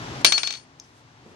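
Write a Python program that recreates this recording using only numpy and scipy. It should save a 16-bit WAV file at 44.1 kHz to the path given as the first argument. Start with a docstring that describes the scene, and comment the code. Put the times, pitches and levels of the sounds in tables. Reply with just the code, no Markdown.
"""Steel tweezers drop onto a workbench mat, close to a two-port recorder, and bounce to rest.
Each contact is a set of short modes plus a noise crack; two long leg modes ring between bounces.
A hand moves softly on the bench before, during and after the drop, as swells of noise; a nail
ticks twice on a tool after it, as short modes. Room noise and hum lie underneath, decaying noise
gives the echoes of bench and walls, and the loud clink makes the recorder turn its gain down."""
import sys
import numpy as np
from scipy import signal
from scipy.fft import rfft, irfft
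from scipy.io import wavfile

SR = 44100
rng = np.random.default_rng(int(sys.argv[2]) if len(sys.argv) > 2 else 0)


def store_wav(level_fs):
    """Save 16-bit WAV to argv[1]."""
    pcm = np.round(np.clip(np.atleast_2d(level_fs), -1, 1) * 32767)
    wavfile.write(sys.argv[1], SR, pcm.T.astype(np.int16))


N = 59535

# Tweezers meeting the mat; each ring strength holds from its bounce to the next:
# start_s, knock_db, treble_db (on top of the knock), low_ring_db, high_ring_db
BOUNCES = [(0.2465, 8, 3, -40, -12.5), (0.279, -16, 0, -17, -18.5), (0.3219, 2.5, 2.5, -5, -27.5),
           (0.379, 0.5, 1, -22, -24.5), (0.4323, -1.5, -1, -10, -28), (0.4734, -4, 1.5, -12.5, -40.5),
           (0.5061, -8.5, 6, -14, -36), (0.525, -15, 9.5, -16.5, -34), (0.538, -15.5, 1, -18.5, -36),
           (0.547, -23, 7, -18, -37), (0.553, -18, -2, -22.5, -35.5), (0.572, -22.5, 6.5, -22, -38.5),
           (0.598, -33.5, 3.5, -28, -44)]
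# Nail on tool: start_s, level_db, treble_db (on top of the level)
TICKS = [(0.799, -14, 0), (.8462, -27, -9)]
TREBLE_HZ = 5200  # the treble_db columns act above this


def amp(db):
    """Decibels to amplitude."""
    return 10 ** (np.asarray(db, float) / 20)


def rms_one(x):
    """Scale to an RMS of 1."""
    return x / np.sqrt(np.mean(x ** 2) + 1e-20)


def at_hz(points, hz):
    """Read a curve of (Hz, value) points, straight over log frequency."""
    points = np.array(points)
    return np.interp(np.log(hz), np.log(points[:, 0]), points[:, 1])


def smooth(x, seconds):
    """One-pole lag."""
    r = np.exp(-1 / (max(seconds, 1e-4) * SR))
    return signal.lfilter([1 - r], [1, -r], x)


def drift(seconds):
    """Slow random wander with an RMS of 1."""
    noise = rng.standard_normal(N + SR)  # the first second lets the lags settle
    return rms_one(smooth(smooth(noise, seconds), seconds)[SR:])


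def clicks(s, gain):
    """Single-sample clicks at the given seconds."""
    out = np.zeros(N)
    out[(np.asarray(s) * SR).astype(int)] = gain
    return out + 1e-18


def ring(x, hz, t60):
    """A unit click sets a decaying sine ringing, of height 1 at its start."""
    r, w = amp(-60 / (t60 * SR)), 2 * np.pi * hz / SR
    return signal.lfilter([0, np.sin(w)], [1, -2 * r * np.cos(w), r * r], x)


def coloured(x, spectrum):
    """Weight a sound by a spectrum of (Hz, dB) points."""
    hz = np.maximum(np.fft.rfftfreq(N, 1 / SR), 1)
    return irfft(rfft(x) * amp(at_hz(spectrum, hz)), N)


def cut(x, hz, kind):
    """Second-order Butterworth filter."""
    return signal.sosfilt(signal.butter(2, hz, kind, fs=SR, output="sos"), x)


def pair(alike):
    """Two white noises sharing the given part of their power."""
    both, *own = rng.standard_normal((3, N))
    alike = np.clip(alike, 0, 1)
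    return np.sqrt(alike) * both + np.sqrt(1 - alike) * np.array(own)


def room_noise():
    """Broad hiss and rumble from the left, most alike at both ports in the bass, plus wavering hum tones."""
    # Broad noise density: hz, level_db (shape only)
    noise_spectrum = [(15, -56.5), (35, -23), (86, -9), (143, -6), (214, -15), (259, -9), (520, -16),
                      (890, -12), (1330, -16), (5990, -26), (12400, -50), (15300, -66.5)]
    # Hum held by the room, as noise-driven resonances: hz, width_hz (t60 = 1.8 / width), level_db
    hum_tones = [(104, 20, -53), (133.7, 20, -43.5), (255.7, 16, -50), (281.6, 8.6, -54)]
    # Likeness of the two ports: hz, correlation
    likeness = [(30, .8), (70, 1), (250, 1), (600, .6), (1600, 0.36), (5000, 0.17), (14000, 0.074)]
    noise_db, pan_db, left_leads_s = -36.5, 2.5, 0.00028
    alike = [(hz, np.clip(c, 0, 0.99)) for hz, c in likeness]
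    mid, side = rng.standard_normal((2, N))
    mid = coloured(mid, [(hz, 10 * np.log10(1 + c)) for hz, c in alike])
    side = coloured(side, [(hz, 10 * np.log10(1 - c)) for hz, c in alike])
    broad = rms_one(np.array([coloured(x, noise_spectrum) for x in (mid + side, mid - side)]))
    hum = 0
    for hz, width, level_db in hum_tones:
        tone = ring(rng.standard_normal(N + SR), hz, 1.8 / width)[SR:]
        hum = hum + amp(level_db) * rms_one(tone)
    left, right = amp(noise_db) * broad + cut(hum, 49, "high")
    right = np.roll(right, round(left_leads_s * SR))
    return np.array([left * amp(pan_db / 2), right * amp(-pan_db / 2)])


def swells(rows, low_hz, high_hz, alike):
    """Soft bell-shaped swells of noise in one band."""
    t = np.arange(N) / SR
    swell = sum(amp(db) * np.exp(-((t - s) / half) ** 2) for s, half, db in rows)
    return swell * rms_one(cut(pair(alike), [low_hz, high_hz], "band"))


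def hand():
    """A hand moving on the bench: low rumbles nearly alike at both ports, and high rustles mostly not."""
    # Rumbles: peak_s, half_width_s (to 1/e), level_db
    rumbles = [(.15, 0.076, -45), (.275, 0.036, -30.5), (1.267, 0.0083, -34.5), (1.32, 0.082, -35)]
    # Rustles: peak_s, half_width_s (to 1/e), level_db
    rustles = [(.215, 0.005, -47), (0.866, 0.068, -49.5), (0.98, 0.038, -46.5), (1.30, 0.054, -52)]
    low = swells(rumbles, 89.5, 463, alike=0.8)
    high = swells(rustles, 3493, 8700, alike=0.17)
    return low + high


def knock_modes():
    """Short modes of tweezers and bench, swelling then dying; bending waves bring many low ones later."""
    # Modes: hz, level_db (relative), strongest_after_s, t60_s
    modes = [(3397, 3.5, 0.000068, 0.0025), (885, -13.5, 0.00082, 0.009), (513, -23.5, 0.0031, 0.0072),
             (716, -23.5, 0.0046, 0.004), (1117, -18, 0.005, 0.014), (1402, -19, 0.0057, .007),
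             (1700, -28.5, 0.0016, 0.0043), (1997, -20.5, 0.003, 0.0063), (2306, -5.5, 0.0033, 0.016),
             (2399, -9.5, 0.0037, 0.015), (3295, -5, 0.00089, 0.012), (3523, -4, 0.0021, .012),
             (4104, -6, 0.0016, 0.012), (4915, -6, 0.0017, 0.025), (5946, -10, 0.0016, 0.034),
             (6333, -11, 0.00051, 0.031), (7780, -14.5, 0.00039, .003)]
    modes_db, strike_spread_db = -2, 0.9
    right_leads_s = 0.00013
    air_from_hz = 2800  # lower modes come through the bench and reach both ports together
    s, db, treble_db = np.transpose(BOUNCES)[:3]
    spread_db = rng.normal(0, strike_spread_db, (len(s), len(modes)))  # no two blows excite them alike
    t = np.arange(SR // 10) / SR
    out = 0
    for k, (hz, level_db, late, t60) in enumerate(modes):
        left_delay = right_leads_s * (hz > air_from_hz)
        since = np.maximum(t - np.array([[left_delay], [0]]), 0)
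        rise = np.sin(np.pi / 2 * np.minimum(since / late, 1)) ** 2
        fall = amp(-60 * np.maximum(since - late, 0) / t60)
        mode = -rise * fall * np.sin(2 * np.pi * hz * since)
        strikes = clicks(s, amp(db + spread_db[:, k] + treble_db * (hz > TREBLE_HZ)))
        out = out + amp(modes_db + level_db) * signal.fftconvolve(strikes[None], mode, axes=1)[:, :N]
    return out


def crack(blows, blows_treble):
    """Loose parts shiver: every blow starts a burst of noise that dies exponentially."""
    # Crack noise density: hz, level_db (shape only)
    crack_spectrum = [(200, -26.5), (700, -6.5), (1500, -2), (2880, -4.5), (3930, 2.5), (6180, -5),
                      (7970, -12), (8890, -14), (12000, -41), (15300, -34)]
    crack_db, t60 = -7.5, 0.039
    noise = amp(crack_db) * rms_one(coloured(pair(alike=0.53), crack_spectrum))
    fall = [1, -amp(-60 / (t60 * SR))]
    low = cut(noise, TREBLE_HZ, "low") * signal.lfilter([1], fall, blows)
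    high = cut(noise, TREBLE_HZ, "high") * signal.lfilter([1], fall, blows_treble)
    return low - high


def knocks():
    """Every contact excites short modes and a crack, brighter or duller; the legs clap after the first."""
    # Legs clapping together: start_s, peak_db, hz, t60_s
    leg_claps = [(.2650, 0.5, 4320, 0.011), (0.2706, -9, 4490, 0.064), (0.273, -3.5, 4340, 0.045)]
    s, db, treble_db = np.transpose(BOUNCES)[:3]
    blows, blows_treble = clicks(s, amp(db)), clicks(s, amp(db + treble_db))
    claps = sum(ring(clicks([at], amp(peak_db)), hz, t60) for at, peak_db, hz, t60 in leg_claps)
    tonal = cut(knock_modes() + claps, 9000, "low")
    return cut(crack(blows, blows_treble) + tonal, 310, "high"), blows


def legs():
    """Two long modes; every bounce damps them and sets them going again at a new strength."""
    low_hz, high_hz = 4376, 8844
    rest_s, rest_rise_hz_per_s, muted_s = 0.563, 800, 0.645  # lying down stiffens the leg, the mat mutes it
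    rest_fade_db_per_s = 297.5  # of the low mode, once at rest
    rise_s, loss_db_per_s, waver_db = 0.0076, 37, 1.8
    full_stop_db = -10  # knocks this strong stop the ring fully
    low_pan_db, low_leads, high_pan_db, high_leads = 6.5, -0.35, 3.5, -1.8  # left over right: dB, radians
    t, table = np.arange(N) / SR, np.array(BOUNCES)
    last = np.maximum(np.searchsorted(table[:, 0], t) - 1, 0)
    since = np.maximum(t - table[last, 0], 0)
    rested = np.maximum(t - rest_s, 0)
    stop = np.minimum(amp(table[last, 1] - full_stop_db), 1)
    shape = (1 - stop * np.exp(-(since / rise_s) ** 2)) * amp(-loss_db_per_s * since)
    shape = shape * (t > table[0, 0]) * (t < muted_s)
    low_db = table[last, 3] - rest_fade_db_per_s * rested + waver_db * drift(0.0013)
    high_db = table[last, 4] + waver_db * drift(0.025)
    low_phase = 2 * np.pi * np.cumsum(low_hz + rest_rise_hz_per_s * rested) / SR
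    high_phase = 2 * np.pi * high_hz * t
    sides = np.array([[0.5], [-0.5]])
    low = smooth(shape * amp(low_db), 0.001) * np.sin(low_phase + low_leads * sides)
    high = smooth(shape * amp(high_db), 0.001) * np.sin(high_phase + high_leads * sides)
    return amp(low_pan_db * sides) * low + amp(high_pan_db * sides) * high


def sent_to_room(knock, blows):
    """What knocks and ticks radiate into the room: coloured clicks plus some of the knock itself."""
    # Radiation of a knock: hz, level_db (relative)
    radiated = [(250, -34), (700, -19), (1500, -16.5), (2400, -10.5), (3200, -20.5), (4200, -13),
                (6200, -17.5), (8000, -19.5), (12000, -40.5)]
    radiated_db, knock_db, tick_db = 34.5, -9, 19.5
    s, db, treble_db = np.transpose(TICKS)
    tick = cut(clicks(s, amp(db + treble_db)), [4640, 6240], "band")
    return amp(radiated_db) * coloured(blows, radiated) + amp(knock_db) * knock + amp(tick_db) * tick


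def room(x):
    """Dense echoes from bench and walls: octave bands of noise, each dying at its own rate."""
    # Decay of the room: hz, t60_s
    decay = [(300, 0.47), (1500, 0.21), (4000, 0.23), (6000, 0.28), (11000, 0.05)]
    build_up_s = 0.0035
    t = np.arange(SR // 2) / SR
    white = rng.standard_normal((2, len(t)))
    tail = 0
    for low in 250 * 2.0 ** np.arange(6):
        fall = amp(-60 * t / at_hz(decay, 1.08 * low))  # read just above the band's lower edge
        tail = tail + cut(white, [low, 2 * low], "band") * fall
    tail = cut(tail, 7950, "low") * (1 - np.exp(-t / build_up_s))
    tail = tail / np.sqrt(np.sum(tail ** 2) / 2)
    return signal.fftconvolve(x, tail, axes=1)[:, :N]


def ticks():
    """A nail ticks on a tool, whose few short modes beat."""
    # Modes of the tool: hz, level_db (relative), t60_s
    tool_modes = [(3780, -7, 0.0039), (5470, 0, 0.014), (6340, -0.5, 0.02), (11560, -8, 0.0007)]
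    s, db, treble_db = np.transpose(TICKS)
    out = 0
    for k, (hz, level_db, t60) in enumerate(tool_modes):
        strikes = clicks(s, amp(db + treble_db * (hz > TREBLE_HZ)))
        out = out + (-1) ** k * amp(level_db) * ring(strikes, hz, t60)
    return out


def scene():
    """Near sounds with their echoes, balanced between the ports, then legs, hand and room noise."""
    # Near sounds, left over right: hz, balance_db
    balance = [(200, -3), (700, 1.3), (1500, 1), (2500, 7), (3800, 11.5), (6000, 6), (9000, -3),
               (14000, -11.5)]
    echo_db = -5.5
    knock, blows = knocks()
    near = knock + ticks() + amp(echo_db) * room(sent_to_room(knock, blows))
    left = coloured(near[0], [(hz, db / 2) for hz, db in balance])
    right = coloured(near[1], [(hz, -db / 2) for hz, db in balance])
    return np.array([left, right]) + legs() + hand() + room_noise()


def record(dry):
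    """Gain control looks ahead, cuts in a quick and a slow stage and hardly lets go; peaks are rounded."""
    # Gain stages: deepest_cut_db, attack_s
    stages = [(6, 0.011), (15, 0.23)]
    from_db, look_ahead_s, ceiling = -8, 0.027, 0.8
    share_per_db, back_share_per_s = 0.34, 0.3  # shares of the deepest cut
    t = np.arange(N) / SR
    level_db = 10 * np.log10(smooth(np.mean(dry ** 2, axis=0), 0.0016) + 1e-12)
    over = np.clip(share_per_db * (level_db - from_db), 0, 1)
    back = back_share_per_s * t
    held = np.maximum.accumulate(over + back) - back  # peak hold with a slow straight release
    held = np.interp(t + look_ahead_s, t, held)
    cut_db = sum(depth_db * smooth(held, attack) for depth_db, attack in stages)
    turned_down = dry * amp(-cut_db)
    rounded = turned_down / (1 + (turned_down / ceiling) ** 4) ** 0.25
    return signal.sosfilt(signal.cheby2(12, 70, 15480, fs=SR, output="sos"), rounded)  # steep top cut


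dry = scene()
out = record(dry)
store_wav(out)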